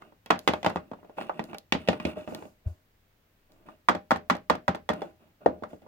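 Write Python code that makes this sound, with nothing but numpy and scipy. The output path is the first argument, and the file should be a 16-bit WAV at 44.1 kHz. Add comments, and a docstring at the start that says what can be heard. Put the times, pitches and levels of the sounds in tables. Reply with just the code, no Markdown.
"""Plastic toy figures hopped along a wooden shelf

Three small figures in turn knock close to two microphone ports; a small, quiet room answers.
Knocks: a pulse, dense ringing, board and figure modes and room decay, coloured per contact.
A hop is two feet milliseconds apart, the hand's weight and a push-off; other knocks come singly.
Between hops, enveloped noise through resonant bodies makes slides and finger hiss; sharp clicks tick.
One dull bump is a short low swing; steady shaped noise is the room air."""
import sys
import numpy as np
from scipy import signal
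from scipy.fft import rfft, irfft, next_fast_len
from scipy.io import wavfile
from scipy.ndimage import map_coordinates

SR = 44100
rng = np.random.default_rng(int(sys.argv[2]) if len(sys.argv) > 2 else 0)


def unload_wav(signal):
    """Save mono or channel-first audio to the path in sys.argv[1] as 16-bit WAV at rate SR, clipped to [-1, 1]."""
    wavfile.write(
        sys.argv[1],
        SR,
        np.round(np.clip(np.atleast_2d(signal).T, -1, 1) * 32767).astype(np.int16),
    )


N = 258867

# Modes of the wooden board. Each row: nominal frequency in Hz, level in dB, t60 in seconds,
# phase by which the left leads in radians.
BOARD_MODES = [(82, 1, 1, 0.5), (176.3, -5, 0.099, 0.5), (225, 0, 0.088, -1.84), (301, 2.5, 0.14, 1.8),
               (336, -1.5, 0.13, 1.5), (432.4, 0, 0.29, 2), (612.4, 2, 0.29, -0.9),
               (689.4, -8.5, 0.36, 1.5), (794.5, 6.5, 0.2, -1.66), (878, -0.5, 0.039, 0.98),
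               (1220.4, 7.5, 0.06, 4), (1432, 2, .08, 1.5)]
# Modes of the plastic hound, same columns.
HOUND_MODES = [(860, 0, 0.082, 2.1), (1900, 6.5, .05, 0.63), (2380, 11.5, 0.034, 1.9),
               (2590, 11.5, 0.033, 1.8), (2850, 3, .05, 1.6), (3400, 5.5, 0.067, 0.63),
               (3980, 2, 0.058, 1.5)]


def amp(db):
    """Decibels to gain."""
    return 10 ** (np.asarray(db) / 20)


def unit(x):
    """Scaled to rms 1."""
    return x / np.sqrt(np.mean(x ** 2) + 1e-20)


def along(points, hz):
    """(Hz, value) points interpolated on a log-frequency axis."""
    point_hz, values = np.transpose(points)
    return np.interp(np.log(hz + 1), np.log(point_hz + 1), values)


def filtered(x, response):
    """x times a zero-phase response of frequency, zero-padded."""
    n = x.shape[-1]
    padded = next_fast_len(n + SR // 10)
    spectrum = rfft(x, padded) * response(np.fft.rfftfreq(padded, 1 / SR))
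    return irfft(spectrum, padded)[..., :n]


def coloured(x, gain_db):
    """x through a minimum-phase filter (folded cepstrum), so that attacks stay sharp."""
    n = x.shape[-1]
    log_gain = np.log(amp(gain_db(np.fft.rfftfreq(n, 1 / SR))))
    cepstrum = irfft(log_gain, n)
    cepstrum[1:n // 2] *= 2
    cepstrum[n // 2 + 1:] = 0
    return irfft(rfft(x) * np.exp(rfft(cepstrum)), n)


def stereo(pair):
    """Two unrelated signals become left and right: alike in the bass, apart in the treble."""
    # Left-right correlation. Each row: frequency in Hz, correlation (0 to 1).
    likeness = [(165, .98), (280, .7), (450, .45), (1000, 0), (10000, 0)]

    def mid_side_gains(hz):
        angle = np.arccos(np.clip(along(likeness, hz), -1, 1)) / 2
        return np.array([np.cos(angle), np.sin(angle)])

    mid, side = filtered(pair, mid_side_gains)
    return np.array([mid + side, mid - side])


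def add(track, s, sound):
    """Mixes a sound into the track at time s."""
    part = track[:, max(round(s * SR), 0):][:, :sound.shape[-1]]
    part += sound[:, :part.shape[-1]]


def dying(t60s, rise_s, size=16384):
    """Stereo noise that swells, then decays at a rate per frequency; energy even across frequency."""
    noise = rng.standard_normal((2, size))
    hz, t, z = signal.stft(noise, SR, nperseg=128)
    decay = amp(-60 * t / along(t60s, hz)[:, None])
    shape = decay * (1 - np.exp(-(t + 1 / SR) / rise_s))
    shape /= np.linalg.norm(shape, axis=1, keepdims=True)
    tail = signal.istft(z * shape, SR, nperseg=128)[1][:, :size]
    return unit(stereo(tail)) / np.sqrt(size)


def blow(direct_db, plate_db, room_db, lag_ms=0.11, absorb_db=2):
    """A contact as it arrives: a pulse, slightly later on the right, dense ringing, a duller room."""
    # Decay of the room. Each row: frequency in Hz, t60 in seconds.
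    room_t60s = [(100, .27), (300, 0.27), (700, 0.11), (2000, 0.19), (5000, 0.16), (13000, 0.064)]
    # Dense ring of the board. Each row: frequency in Hz, t60 in seconds.
    plate_t60s = [(200, 0.038), (1000, 0.024), (3000, 0.028), (10000, 0.013)]
    room = filtered(dying(room_t60s, rise_s=0.0041), lambda hz: amp(-absorb_db * np.log2(1 + hz / 3000)))
    plate = dying(plate_t60s, rise_s=0.00018)
    sound = amp(plate_db) * plate + amp(room_db) * room
    sound[0, 0] += amp(direct_db)
    sound[1, round(lag_ms * SR / 1000)] += amp(direct_db)
    return sound


def ringing(modes, scatter_db, detune, size=16384):
    """Damped modes; strengths vary with the spot struck, pitch (detune as a fraction) with the grip."""
    t = np.arange(size) / SR
    hz, db, t60, lead = np.transpose(modes)[:, :, None]
    spot, grip = rng.standard_normal((2, len(modes), 1))
    damping = np.log(1000) / t60
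    strength = amp(db + scatter_db * spot) * 2 * damping / SR
    ring = strength * np.exp((2j * np.pi * hz * (1 + detune * grip) - damping) * t)
    left = (ring * np.exp(0.5j * lead)).real.sum(0)
    right = (ring * np.exp(-0.5j * lead)).real.sum(0)
    return np.array([left, right])


def strokes(rows, shape):
    """Gain over time of (s, length s, dB) strokes: each takes hold, eases off and dies away."""
    attack_s, sag_db, release_db_per_s = shape
    gain = np.zeros(N)
    for s, length_s, db in rows:
        t = np.arange(N) / SR - s
        sag = sag_db * np.clip(t / length_s, 0, 1)
        release = release_db_per_s * np.maximum(t - length_s, 0)
        gain += np.clip(t / attack_s, 0, 1) * amp(db - sag - release)
    return gain


def rustle(spectrum, rough_db, rate_hz, body):
    """Friction of rms 1: noise whose grip varies randomly at rate_hz, sounding through a body."""
    knots = rng.standard_normal(N // 10)
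    grip = amp(rough_db * map_coordinates(knots, [np.arange(N) * rate_hz / SR], order=1))
    friction = grip * rng.standard_normal((1, N))
    slips = signal.fftconvolve(friction, body, axes=1)[:, :N]
    return unit(filtered(slips, lambda hz: amp(along(spectrum, hz))))


def air():
    """Steady room rumble and microphone hiss: shaped stereo noise."""
    # The still room. Each row: frequency in Hz, spectral level in dB.
    air_spectrum = [(12, -38.5), (20, 3.5), (22, -13.5), (53, -6.5), (68, -17.5), (86, -4.5), (104, -7.5),
                    (130, -13), (1480, -25.5), (1610, -24), (2320, -26), (9670, -40), (16000, -30.5)]
    noise = stereo(rng.standard_normal((2, N)))
    return amp(-66.5) * unit(filtered(noise, lambda hz: amp(along(air_spectrum, hz))))


def bump(hz=84, swell_s=0.0081, early_s=0.00343, rebound_s=0.041, rebound_db=-14, rebound_swell_s=0.022):
    """A soft push swings the microphones' support for a few cycles; it rebounds more weakly."""
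    # Each row: time in seconds, level in dB.
    bumps = [(2.663, -20)]
    track = np.zeros((2, N))
    t = np.arange(SR // 4) / SR
    push = np.exp(-(t / swell_s - 1.6) ** 2)
    rebound = amp(rebound_db) * np.exp(-((t - rebound_s - swell_s) / rebound_swell_s) ** 2)
    swing = (push + rebound) * np.sin(2 * np.pi * hz * t)
    for s, db in bumps:
        add(track, s - early_s, amp(db) * swing[None])
    return track


def finger_hiss():
    """Fingers shift on the plastic: bright friction noise in strokes."""
    # Each row: start in seconds, length in seconds, relative level in dB.
    finger_rows = [(0.0, 0.046, -77), (0.38, 0.38, -67), (1.155, 0.082, -69), (1.3, 0.28, -80),
                   (1.435, 0.015, -62.5), (1.78, 0.24, -83), (2.06, 0.05, -80), (2.17, 0.098, -66.5),
                   (2.28, 0.2, -61), (2.66, 0.057, -65), (3.51, 0.022, -71), (3.68, 0.032, -74),
                   (5.02, 0.06, -69), (5.68, 0.07, -68)]
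    # Stroke shape: attack in seconds, sag over the length in dB, release in dB per second.
    finger_shape = (0.015, 4.5, 200)
    # Each row: frequency in Hz, spectral level in dB.
    hiss_spectrum = [(2000, -20), (4000, -3), (5500, 0), (8000, 0), (9500, -6), (12500, -3), (16000, -6)]
    skin = blow(direct_db=-6.5, plate_db=2.5, room_db=0.5)
    hiss = rustle(hiss_spectrum, rough_db=1.5, rate_hz=500, body=skin)
    return amp(-2) * strokes(finger_rows, finger_shape) * hiss


def sliding_feet():
    """Dragged feet: friction stirs the board's modes (rumble) and the hound's modes (scrape)."""
    # Each row: start in seconds, length in seconds, relative level in dB, scrape over that level in dB.
    slide_rows = [(0.0, 0.07, -53, -11.5), (0.37, 0.99, -60, -13), (0.694, 0.046, -43, -18.5),
                  (1.166, 0.079, -39.5, -7.5), (1.333, 0.16, -48, -12.5), (1.485, 0.048, -48, -11.5),
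                  (1.77, 0.11, -48.5, -6), (1.9, 0.049, -37, -12), (2.0, 0.055, -48, -2),
                  (2.055, 0.048, -37.5, -8.5), (2.156, 0.06, -40.5, -12), (2.273, 0.16, -42.5, -15.5),
                  (2.649, 0.033, -47.5, -19), (3.489, 0.21, -61, -18), (3.654, 0.055, -51, -11),
                  (4.93, 0.13, -42, -16), (5.193, 0.084, -58.5, -12), (5.404, 0.16, -50, -20),
                  (5.69, 0.03, -49, -14.5), (5.815, 0.045, -55.5, -20)]
    # Stroke shape: attack in seconds, sag over the length in dB, release in dB per second.
    slide_shape = (0.015, 4, 220)
    # Board rumble. Each row: frequency in Hz, spectral level in dB.
    rumble_spectrum = [(60, -28.5), (110, -4.5), (190, -3.5), (400, -3), (640, 0.5), (900, -16),
                       (1500, -16), (3000, -53)]
    # Scrape. Each row: frequency in Hz, spectral level in dB.
    scrape_spectrum = [(500, -22), (950, 0), (1700, -1), (2700, 0), (3500, -7), (6000, -21)]
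    drag = strokes([(s, length_s, db) for s, length_s, db, _ in slide_rows], slide_shape)
    bite = strokes([(s, length_s, db + scrape_db) for s, length_s, db, scrape_db in slide_rows], slide_shape)
    board = blow(direct_db=0, plate_db=-8, room_db=-12)
    board += amp(9) * ringing(BOARD_MODES, scatter_db=1, detune=0)
    figure = blow(direct_db=0, plate_db=-3, room_db=-8)
    figure += amp(-5) * ringing(HOUND_MODES, scatter_db=1, detune=0)
    rumble = amp(-1) * drag * rustle(rumble_spectrum, rough_db=1.5, rate_hz=120, body=board)
    scrape = bite * rustle(scrape_spectrum, rough_db=5, rate_hz=490, body=figure)
    return rumble + scrape


def ticks():
    """Plastic snaps on plastic, too light to stir the board's modes."""
    # Each row: time in seconds, relative level in dB.
    tick_rows = [(0.261, -38.5), (0.3917, -29.5), (0.536, -33), (0.698, -37), (1.4406, -37.5),
                 (1.545, -40.5), (1.5841, -30), (2.3482, -29), (3.52, -53.5), (4.1713, -43.5),
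                 (4.368, -43.5), (4.555, -41), (4.757, -40.5), (4.937, -38)]
    snap = [(300, -32), (1500, -11.5), (4000, 9), (8500, -7.5), (12500, 0.5), (16000, -8.0)]  # (Hz, dB)
    track = np.zeros((2, N))
    for s, db in tick_rows:
        sound = blow(direct_db=13, plate_db=4, room_db=1)
        add(track, s, amp(db) * coloured(sound, lambda hz: along(snap, hz)))
    return track


def figure_at(s):
    """Modes and feet of the figure in the hand at time s: puppy, then hound, then leopard."""
    # Modes. Each row: nominal frequency in Hz, level in dB, t60 in seconds, left lead in radians.
    puppy_modes = [(1100, 4.9, .09, 4.7), (1976, 8, 0.049, 1), (2610, 10, 0.067, 1.4),
                   (3080, 3.7, 0.053, 0.59), (3400, 8, 0.079, 0.84)]
    # Same columns.
    leopard_modes = [(1347, -8, 0.02, 1.7), (1864, 5.5, 0.053, 0.37), (2015, -38.5, 0.099, 2.1),
                     (3407, 8.5, 0.059, 0.83)]
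    # Foot colour relative to the knock: thud in dB, tick in dB (before the edge's share).
    puppy_feet = (-5.5, 0)
    # Same columns.
    hound_feet = (0, -3.5)
    # Same columns.
    leopard_feet = (-7.5, 0.96)
    if s < 1.15:
        return puppy_modes, puppy_feet
    if s < 3:
        return HOUND_MODES, hound_feet
    return leopard_modes, leopard_feet


def crack(db, t60_s=0.0056, corner_hz=11000, size=16384):
    """The brief top-octave crack of a hard plastic edge: decaying noise, high-passed."""
    decay = amp(-60 * np.arange(size) / SR / t60_s)
    burst = unit(rng.standard_normal((2, size)) * decay) / np.sqrt(size)
    return amp(db) * filtered(burst, lambda hz: 1 - 1 / (1 + (hz / corner_hz) ** 8))


def hop_contacts():
    """A hop is four contacts: one foot, the other, the hand's weight and the push-off."""
    # Each row: start in seconds, rap of the spot in dB, first foot in dB, its edge in dB,
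    # second foot's delay in seconds, its level in dB, its edge in dB,
    # push-off delay in seconds, push-off level in dB.
    hop_rows = [(0.3038, 4, -7, -0.5, 0.003, -5.5, 2.5, 0.053, -28),
                (0.4763, -3.5, -2.5, 3, 0.0101, -8.5, -1.5, 0.0596, -12),
                (0.6465, -2, -11.5, -0.5, 0.0162, -3.5, -2.5, 0.055, -22),
                (1.723, -11, -9, 11.5, 0.022, -21.5, -10.5, 0.056, -36.5),
                (1.876, -14.5, -22, 6.5, 0.0105, -2, 0.5, 0.0545, -19),
                (3.8863, 6, -8, 4, 0.0082, -7.5, -2, 0.0636, -16),
                (4.108, 7, -11.5, 2.5, 0.0076, -6, -2.5, 0.052, -18),
                (4.2992, 4.5, -12, 5.5, 0.0063, -10, 2, 0.052, -20),
                (4.4986, 5.5, -10, 5, 0.0044, -6, -6, 0.0534, -22),
                (4.68, 5.5, -11, 1, 0.005, -11, -7.5, 0.068, -18.5),
                (4.8905, 1, -14, 4.5, 0.009, -7, -14, 0.042, -24)]
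    # The hand's weight: knock in dB; thud, rap and edge in dB relative to it.
    settle = (-18, 13, 0.5, -5.5)
    # Push-off relative to its knock: thud, rap and edge in dB.
    push_off = (0.95, -1, -3)
    settle_s = 0.0053  # after the second foot
    rap_follows = 0.6  # a harder edge lifts the rap, dB per dB
    contacts = []
    for s, rap_db, first_db, first_edge_db, gap_s, second_db, second_edge_db, stay_s, push_db in hop_rows:
        _, (thud_db, _) = figure_at(s)
        first_rap_db = rap_db + rap_follows * first_edge_db
        second_rap_db = rap_db + rap_follows * second_edge_db
        contacts += [(s, first_db, thud_db, first_rap_db, first_edge_db),
                     (s + gap_s, second_db, thud_db, second_rap_db, second_edge_db),
                     (s + gap_s + settle_s, *settle),
                     (s + stay_s, push_db, *push_off)]
    return contacts


def taps():
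    """Every contact strikes the same board and rings its figure; hard edges sound bright, soles dull."""
    # Single knocks as a figure is nudged, tipped or set down. Each row: time in seconds,
    # knock in dB; thud, rap and edge in dB relative to it.
    single_taps = [(0.021, -40, -0.5, 7.5, 3.5), (0.123, -44, 7, 0, -10), (0.261, -32.5, -0.5, -4.5, 6.5),
                   (0.63, -23, 0.5, -6, 6), (0.759, -14, 6, -3, -6.5), (0.77, -27.5, -2, 8, 0.5),
                   (0.915, -23, 2.5, -6.5, -14.5), (0.934, -28, 3.5, -3, -10), (0.988, -37, -5, -17, -29),
                   (1.03, -44, 15, 4, -14), (1.047, -31, -9, -19, -15), (1.096, -28, -7, -12.5, -21.5),
                   (1.184, -13.5, -19.5, -9.5, -20.5), (1.212, -19, -7, -3, -5.5),
                   (1.295, -14.5, -12, 0, -14.5), (1.394, -14.5, 5, -4.5, -5), (1.532, -24, -3, -5.5, -8.5),
                   (1.547, -25.5, 0, -3, -2.5), (2, -31, 15, 8, 8), (2.052, -10.5, 7, -21, -0.5),
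                   (2.171, -18.5, -1.5, -34, -21.5), (2.276, -23, 7, -5.5, -7.5),
                   (2.323, -20, 0.5, -29, -21), (2.349, -29.5, 8, -6, -0.5), (2.424, -28, 4, -4.5, -11),
                   (2.454, -32, 8.5, -17, -10), (3.687, -32, -5, 1.5, -10.5),
                   (5.019, -12, -7.5, -11.5, -13), (5.461, 3, -5, -14.5, -22),
                   (5.6237, -19.5, 3, -20.5, -23), (5.636, -22.5, -10, 2, -6.5),
                   (5.732, -24.5, 3, -18.5, -18.5), (5.82, -40, 8.5, -15, -7.5), (5.864, -32, -1, -10, -24)]
    # Centres of thud, knock, rap, edge and tick in Hz.
    band_hz = [230, 600, 1200, 2800, 8000]
    # Average tap. Each row: frequency in Hz, spectral level in dB.
    wood_spectrum = [(30, -46), (75, -9), (145, -12.5), (180, -1.5), (380, -5), (615, 0.5), (1000, -3.5),
                     (1700, -10.5), (3400, -19.5), (4200, -22.5), (8000, -34), (9400, -43.5),
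                     (12500, -39.5), (16000, -51)]
    tick_follows = 0.99  # a harder edge lifts the tick, dB per dB
    track = np.zeros((2, N))
    for s, db, thud_db, rap_db, edge_db in hop_contacts() + single_taps:
        figure_modes, (_, tick_db) = figure_at(s)
        band_db = [thud_db, 0, rap_db, edge_db, tick_db + tick_follows * edge_db]
        contact = list(zip(band_hz, band_db))
        sound = blow(direct_db=20.5, plate_db=26.5, room_db=23.5) + crack(db=25.5)
        sound += amp(26.5) * ringing(BOARD_MODES, scatter_db=2, detune=0.008)
        sound += amp(27.5) * ringing(figure_modes, scatter_db=3.5, detune=0.029)
        knock = coloured(sound, lambda hz: along(wood_spectrum, hz) + along(contact, hz))
        add(track, s, amp(db) * knock)
    return track


def scene():
    """All sources at the two microphone ports."""
    return air() + bump() + finger_hiss() + sliding_feet() + ticks() + taps()


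def record(dry):
    """Ports differ a little in colour; the highest peaks are rounded off; then a band limit."""
    # Port colour. Each row: frequency in Hz, dB more on the left and less on the right.
    port_colour = [(200, 1), (700, 0.5), (1300, -.7), (4000, -0.5), (8000, -0.5), (12000, 1.5)]
    top_hz = 16300
    heard = filtered(dry, lambda hz: amp(np.outer([1, -1], along(port_colour, hz))))
    rounded = heard / (1 + np.abs(heard / 0.8) ** 6) ** (1 / 6)
    return filtered(rounded, lambda hz: hz < top_hz)


dry = scene()
out = record(dry)
unload_wav(out)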